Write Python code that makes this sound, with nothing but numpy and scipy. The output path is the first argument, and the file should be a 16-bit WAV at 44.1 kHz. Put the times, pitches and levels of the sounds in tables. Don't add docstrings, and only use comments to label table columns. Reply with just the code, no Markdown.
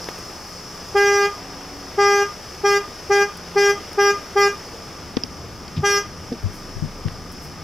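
import sys
import numpy as np
from scipy import signal
from scipy.fft import rfft, irfft, next_fast_len
from scipy.io import wavfile
from scipy.ndimage import uniform_filter1d

SR = 44100
rng = np.random.default_rng(int(sys.argv[2]) if len(sys.argv) > 2 else 0)


def put_to_file(sound):
    columns = np.atleast_2d(sound).T
    safe = np.clip(columns, -1, 1)
    whole_steps = np.round(safe * 32767)
    wavfile.write(sys.argv[1], SR, whole_steps.astype(np.int16))


N = 336483
TIME = np.arange(N) / SR


def horn():
    # down_s, up_s, offset_hz, first_db, second_db, third_db, third_drift_db_per_s, blare_db, bright_db
    presses = [(0.942, 1.259, -0.022, -16, -24.5, -30, 36, -19, 2),
               (1.972, 2.228, 0.27, -16.5, -23, -17.5, -8, -20.5, 3),
               (2.631, 2.774, -0.019, -17, -27.5, -20, -16, -20, 4),
               (3.092, 3.227, -0.25, -16, -23, -35, 100, -19, 2),
               (3.552, 3.709, -0.17, -15, -25.8, -40, 126, -18.5, 3),
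               (3.971, 4.108, -0.17, -16.2, -25.5, -28, 72, -19, 2.5),
               (4.351, 4.477, -0.66, -16.5, -26.3, -18.5, -4, -19, 3.5),
               (5.824, 5.982, 0.33, -21.5, -33, -28.5, 35, -19.5, 8)]
    out = np.zeros((2, N))
    for press in presses:
        add(out, *toot(*press), pan_db=.7)
    return out


def toot(down_s, up_s, offset_hz, first_db, second_db, third_db, drift_db_per_s, blare_db, bright_db,
         pitch_hz=403.4, rise_s=.016, lag_s=.0032, surge_db=1, sag_db_per_s=10.5, release_t60_s=.17):
    # harmonic_number, level_db (relative to blare_db)
    partials = [(4, -2.3), (5, -6.6), (6, -11.3), (7, -19.5), (8, -18.8), (9, -28.5), (10, -34), (12, -18),
                (14, -14), (16, -25), (18, -32.5), (21, -38.5), (25, -42), (30, -35.5), (32, -39),
                (34, -50), (38, -56)]
    t = np.arange(down_s, up_s + .18, 1 / SR)
    age, held, released = t - down_s, np.minimum(t, up_s) - down_s, np.maximum(t - up_s, 0)
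    fresh = np.exp(-(age / .039) ** 3)
    low_db = [first_db + surge_db * fresh,
              -19 * fresh + second_db * (1 - fresh),
              -21 * fresh + (third_db + drift_db_per_s * held) * (1 - fresh)]
    bend = .01 * (1 - np.exp(-released / .032))
    jitter = .0009 * band(len(t), 0, 77)
    turns = np.cumsum((pitch_hz + offset_hz) * (1 + bend + jitter)) / SR
    shudder = band(len(t), 106, 5.6)
    out = np.zeros((2, len(t)))
    for k in range(1, int(partials[-1][0]) + 1):
        height = np.log(k)
        colour_db = log_lookup(partials, k) + bright_db * np.tanh(np.log(k / 5))
        db = (low_db[k - 1] if k <= 3 else blare_db + colour_db) - sag_db_per_s * held
        onset = np.clip((age - lag_s * min(height, 2)) / (rise_s * (1 + height / 2)), 0, 1)
        ring_down = gain_of(-60 * released * (1 + .042 * height) / release_t60_s)
        swing = np.sin(np.pi / 2 * onset) ** 2 * ring_down
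        reflected = .8 * min((k - 1) / 10, 1)
        reflected += (.9 - reflected) * (k > 1) * (1 - np.exp(-released / .02))
        reflection = unit_rms(band(len(t), 0, 22) + 1j * band(len(t), 0, 22))
        path = unit_rms(np.sqrt(1 - reflected ** 2) + reflected * reflection)
        ports = 1 + np.array([[1], [-1]]) * .075 * height * np.exp(2j * np.pi * rng.random())
        phase = 2 * np.pi * (k * turns + rng.random()) + .05 * height * shudder
        out += np.sqrt(2) * gain_of(db) * swing * (ports * path * np.exp(1j * phase)).real
        if k == 4:
            out += gain_of(db - 29) * swing * band(len(t), 2500, 2200)
    return down_s, out * signal.windows.tukey(len(t), .01)


def hillside(toots, scatter_db=-21, echo_db=-13, echo_s=.074, echo_hz=1190, echo_width_hz=380):
    # frequency_hz, t60_s
    decay = [(200, .2), (400, 0.48), (1200, 0.21), (2600, 0.51), (6000, 0.36), (14000, 0.074)]
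    size = SR * 3 // 4
    taps = rng.standard_normal((3, size)) * (rng.random((3, size)) < 2000 / SR)
    hz, t, spectrum = signal.stft(taps[0] + .27 * taps[1:], SR, nperseg=256)
    spectrum *= (hz / np.hypot(hz, 700))[:, None]
    spectrum *= gain_of(-60 * t / log_lookup(decay, hz)[:, None]) * (t > .012)
    tail = signal.istft(spectrum, SR, nperseg=256)[1]
    scatter = signal.fftconvolve(toots, tail / np.linalg.norm(tail[0]), axes=1)[:, :N]
    f = np.fft.rfftfreq(N, 1 / SR)
    delay = np.exp(-2j * np.pi * f * echo_s)
    echo = irfft(rfft(toots) * delay * resonance(f, echo_hz, echo_width_hz), N)
    return gain_of(scatter_db) * scatter + gain_of(echo_db) * echo


def camera_bumps(grit=.22, pitch_sag=.15):
    # start_s, level_db, push_hz, rise_s, pan_db
    bumps = [(0.0873, -19.5, 500, 0.00076, 1), (4.731, -33, 450, 0.0083, 0),
             (5.169, -15, 290, 0.0025, 12.5), (5.236, -31.5, 260, 0.0044, 13), (5.438, -33, 350, 0.0068, 2),
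             (5.764, -18, 135, 0.019, 1), (6.315, -20, 322, 0.0086, 0), (6.437, -18, 85, 0.014, 12),
             (6.757, -30, 105, 0.013, 15), (6.819, -18.5, 156, 0.012, 9), (7.049, -17.5, 130, 0.0093, 9)]
    # pitch_hz, level_db
    modes = [(97, 2.5), (155, 0), (245, 0), (360, -11.5), (468, -1.5)]
    out, t = np.zeros((2, N)), np.arange(SR // 6) / SR
    for start_s, db, push_hz, rise_s, pan_db in bumps:
        u = t / rise_s
        sagging_time = np.cumsum(1 + pitch_sag * (np.exp(-u / 2) - .5)) / SR
        ring = grit * band(len(t), push_hz, 2 * push_hz)
        for share, (hz, _) in zip(mode_shares(modes, push_hz, octaves=.72), modes):
            phase = 2 * np.pi * (hz * sagging_time + rng.random())
            ring = ring + share * np.sin([phase, phase - .14 * pan_db])
        add(out, start_s, gain_of(db) * u * np.exp(1 - u) * ring, pan_db)
    return out


def casing_touches():
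    # start_s, level_db, blow_hz, rise_s, pan_db
    ticks = [(0.043, -26, 5500, 0.0003, -2), (0.0866, -28, 1390, 0.0024, 0), (.09, -37, 11000, .001, 0),
             (.188, -33, 11000, .0003, 0), (.887, -31, 9000, .0005, 0), (3.369, -37.5, 10000, 0.0033, 2),
             (3.93, -33, 9000, 0.0011, 0), (5.168, -24, 3300, 0.0015, -7), (5.171, -27.5, 1100, 0.0018, -8),
             (5.236, -15, 4400, 0.00084, -5), (5.679, -33, 2980, 0.0015, 2), (5.762, -37, 2630, 0.0095, 4),
             (6.324, -39, 3100, 0.004, -3), (7.083, -30.5, 2000, 0.0012, -8)]
    # centre_hz, width_hz, level_db
    modes = [(900, 1300, -5), (2000, 3300, -1.5), (3370, 1500, -5), (5070, 760, 7), (10500, 7000, -7)]
    # start_s, level_db, rise_s
    rustles = [(6.52, -51, 0.029), (7.315, -47, 0.0071), (7.41, -50.5, 0.027)]
    out, size = np.zeros((2, N)), SR // 6
    for start_s, db, blow_hz, rise_s, pan_db in ticks:
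        shares = mode_shares(modes, blow_hz, octaves=.88)
        ring = sum(share * band(size, hz, width) for share, (hz, width, _) in zip(shares, modes))
        add(out, start_s, gain_of(db) * burst(ring, rise_s), pan_db)
    for start_s, db, rise_s in rustles:
        add(out, start_s, gain_of(db) * burst(band(size, 10500, 7200), rise_s))
    return out


def far_cow(jitter=.0064):
    # time_s, pitch_hz, level_db
    call = [(1.3, 88, -58), (1.42, 91.2, -44.5), (1.6, 93.4, -43), (1.76, 94.3, -42.5), (1.88, 92.7, -40.5),
            (1.96, 90, -60)]
    # centre_hz, width_hz, level_db
    formants = [(284, 140, -2), (730, 120, -9)]
    times, *columns = np.transpose(call)
    t = np.arange(times[0], times[-1], 1 / SR)
    hz, db = (np.interp(t, times, column) for column in columns)
    turns = np.cumsum(hz * (1 + jitter * band(len(t), 0, 30))) / SR
    voice = np.zeros(len(t))
    for k in range(1, 13):
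        throat = sum(gain_of(level) * resonance(k * hz, f, width) for f, width, level in formants)
        voice += throat * np.cos(2 * np.pi * (k * turns + rng.random()))
    out = np.zeros((2, N))
    add(out, times[0], gain_of(db) * unit_rms(voice) * signal.windows.tukey(len(t), .1))
    return out


def idling_engine(firing_hz=26.43, throb_db=-53.5, split_hz=300):
    # centre_hz, width_hz, level_db
    cab_modes = [(50, 6.5, -56.5), (75.8, 8.1, -53.5), (172.6, 4.8, -52), (1207, 100, -50.5)]
    # frequency_hz, relative_db
    spectrum = [(18, -38), (30, -16), (85, 1.5), (129, -1.5), (178, -1), (241, -3), (283, -3.5),
                (414, -3.5), (643, -6.5), (801, -6.5), (1200, -9.5), (1320, -10), (3600, -18),
                (4680, -30.5), (7920, -120)]
    firing = np.cos(2 * np.pi * np.cumsum(firing_hz * (1 + .014 * band(N, 0, 1))) / SR)
    swell_db = 13 * np.exp(-((TIME - 6.9) / .48) ** 2)
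    throb = gain_of(throb_db + swell_db) * unit_rms(firing)
    hum = sum(gain_of(db) * band(N, hz, width) for hz, width, db in cab_modes)
    rumble = port_noise(lambda hz: log_lookup(spectrum, hz) - 10 * np.log10(1 + (hz / split_hz) ** 4))
    wash = port_noise(lambda hz: log_lookup(spectrum, hz) - 10 * np.log10(1 + (split_hz / (hz + 1)) ** 4))
    rumble *= camera_swing(ahead_db=-44.5, change_db=5.5)
    wash *= camera_swing(ahead_db=-39.5, change_db=-2.05)
    return throb + hum + (rumble + wash) * (1 + .1 * firing)


def high_hiss(opening_db=4, ease_s=.61):
    # frequency_hz, relative_db
    spectrum = [(3000, -37), (4050, -17.5), (4600, -9), (5000, -4), (5300, 0.5), (5800, -6), (6400, -13),
                (7500, -19.5), (10000, -23), (12000, -20), (13500, -26.5), (16000, -31)]
    opening = gain_of(opening_db * np.exp(-TIME / ease_s))
    hiss = port_noise(lambda hz: log_lookup(spectrum, hz))
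    return opening * camera_swing(ahead_db=-40.8, change_db=-3) * hiss


def camera_swing(ahead_db, change_db, middle_s=4.94, length_s=.45, wander_db=.53):
    swung = np.clip((TIME - middle_s) / length_s + .5, 0, 1)
    return gain_of(ahead_db + change_db * swung + wander_db * band(N, 0, 5.8))


def port_noise(shape_db, patchy_db=.6):
    # frequency_hz, correlation
    likeness = [(60, 0.94), (110, 0.89), (200, 0.88), (380, 0.95), (700, 0.93), (1290, 0.98), (2380, 0.95),
                (4400, 0.88), (8120, 0.61), (15000, 0.04)]
    # frequency_hz, pan_db
    balance = [(60, 4.5), (99, 0.5), (160, 1), (270, 1.0), (450, 0.5), (740, 1.0), (1220, 0.5), (2010, 0),
               (3330, 1), (5500, 2.5), (9080, -0.5), (15000, 0.5)]
    frames, hz = N // 512 + 5, np.fft.rfftfreq(2048, 1 / SR)
    a, b, c, d, patches = rng.standard_normal((frames, len(hz), 5)).T
    patches = unit_rms(uniform_filter1d(uniform_filter1d(patches, size=24, axis=0), size=8, axis=1))
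    same = log_lookup(likeness, hz)[:, None]
    left = a + 1j * b
    right = same * left + np.sqrt(1 - same ** 2) * (c + 1j * d)
    lean = gain_of(log_lookup(balance, hz) / 2)[:, None]
    spectra = np.array([left * lean, right / lean]) * gain_of(shape_db(hz)[:, None] + patchy_db * patches)
    return unit_rms(signal.istft(spectra, nperseg=2048, noverlap=1536)[1][:, :N])


def mode_shares(modes, blow_hz, octaves):
    hz, *_, db = np.transpose(modes)
    share = gain_of(db) * np.exp(-(np.log2(hz / blow_hz) / octaves) ** 2)
    return share / np.linalg.norm(share)


def resonance(hz, centre_hz, width_hz):
    return 1 / (1 + (2 * (hz - centre_hz) / width_hz) ** 2)


def burst(noise, rise_s):
    u = np.arange(len(noise)) / SR / rise_s
    envelope = u * np.exp(1 - u)
    return unit_rms(envelope * noise) * np.sqrt(np.mean(envelope ** 2))


def band(size, hz, width_hz):
    length = next_fast_len(size + SR // 2)
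    bell = np.exp(-2 * ((np.fft.rfftfreq(length, 1 / SR) - hz) / width_hz) ** 2)
    return unit_rms(irfft(rfft(rng.standard_normal(length)) * bell, length))[:size]


def add(mix, start_s, sound, pan_db=0):
    part = mix[:, round(start_s * SR):][:, :sound.shape[-1]]
    part += gain_of([[pan_db / 2], [-pan_db / 2]]) * sound[..., :part.shape[1]]


def log_lookup(points, at):
    axis, values = np.transpose(points)
    return np.interp(np.log(at + .00092), np.log(axis), values)


def gain_of(db):
    return 10 ** (np.asarray(db) / 20)


def unit_rms(x):
    return x / np.sqrt(np.mean(abs(x) ** 2) + 1e-20)


def scene():
    toots = horn()
    outside = toots + hillside(toots) + far_cow()
    return outside + idling_engine() + high_hiss() + camera_bumps() + casing_touches()


def record(dry, notch_hz=4030, notch_width_hz=260, notch_db=-4, cutoff_hz=15800):
    # frequency_hz, left_lead_rad
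    port_phase = [(3500, 0.028), (4300, 1), (5250, -0.47), (5900, -0.72), (7200, 0.79), (10000, 1),
                  (13000, 1), (15800, .3)]
    f = np.fft.rfftfreq(N, 1 / SR)
    notch = gain_of(notch_db * np.exp(-(2 * (f - notch_hz) / notch_width_hz) ** 2))
    turn = np.exp(1j * np.outer([.5, -.5], log_lookup(port_phase, f)))
    ported = irfft(rfft(dry) * notch * turn, N)
    lowpass = signal.firwin(511, cutoff_hz, window=("kaiser", 9), fs=SR)
    return signal.oaconvolve(ported, lowpass[None], "same", axes=1)


dry = scene()
out = record(dry)
put_to_file(out)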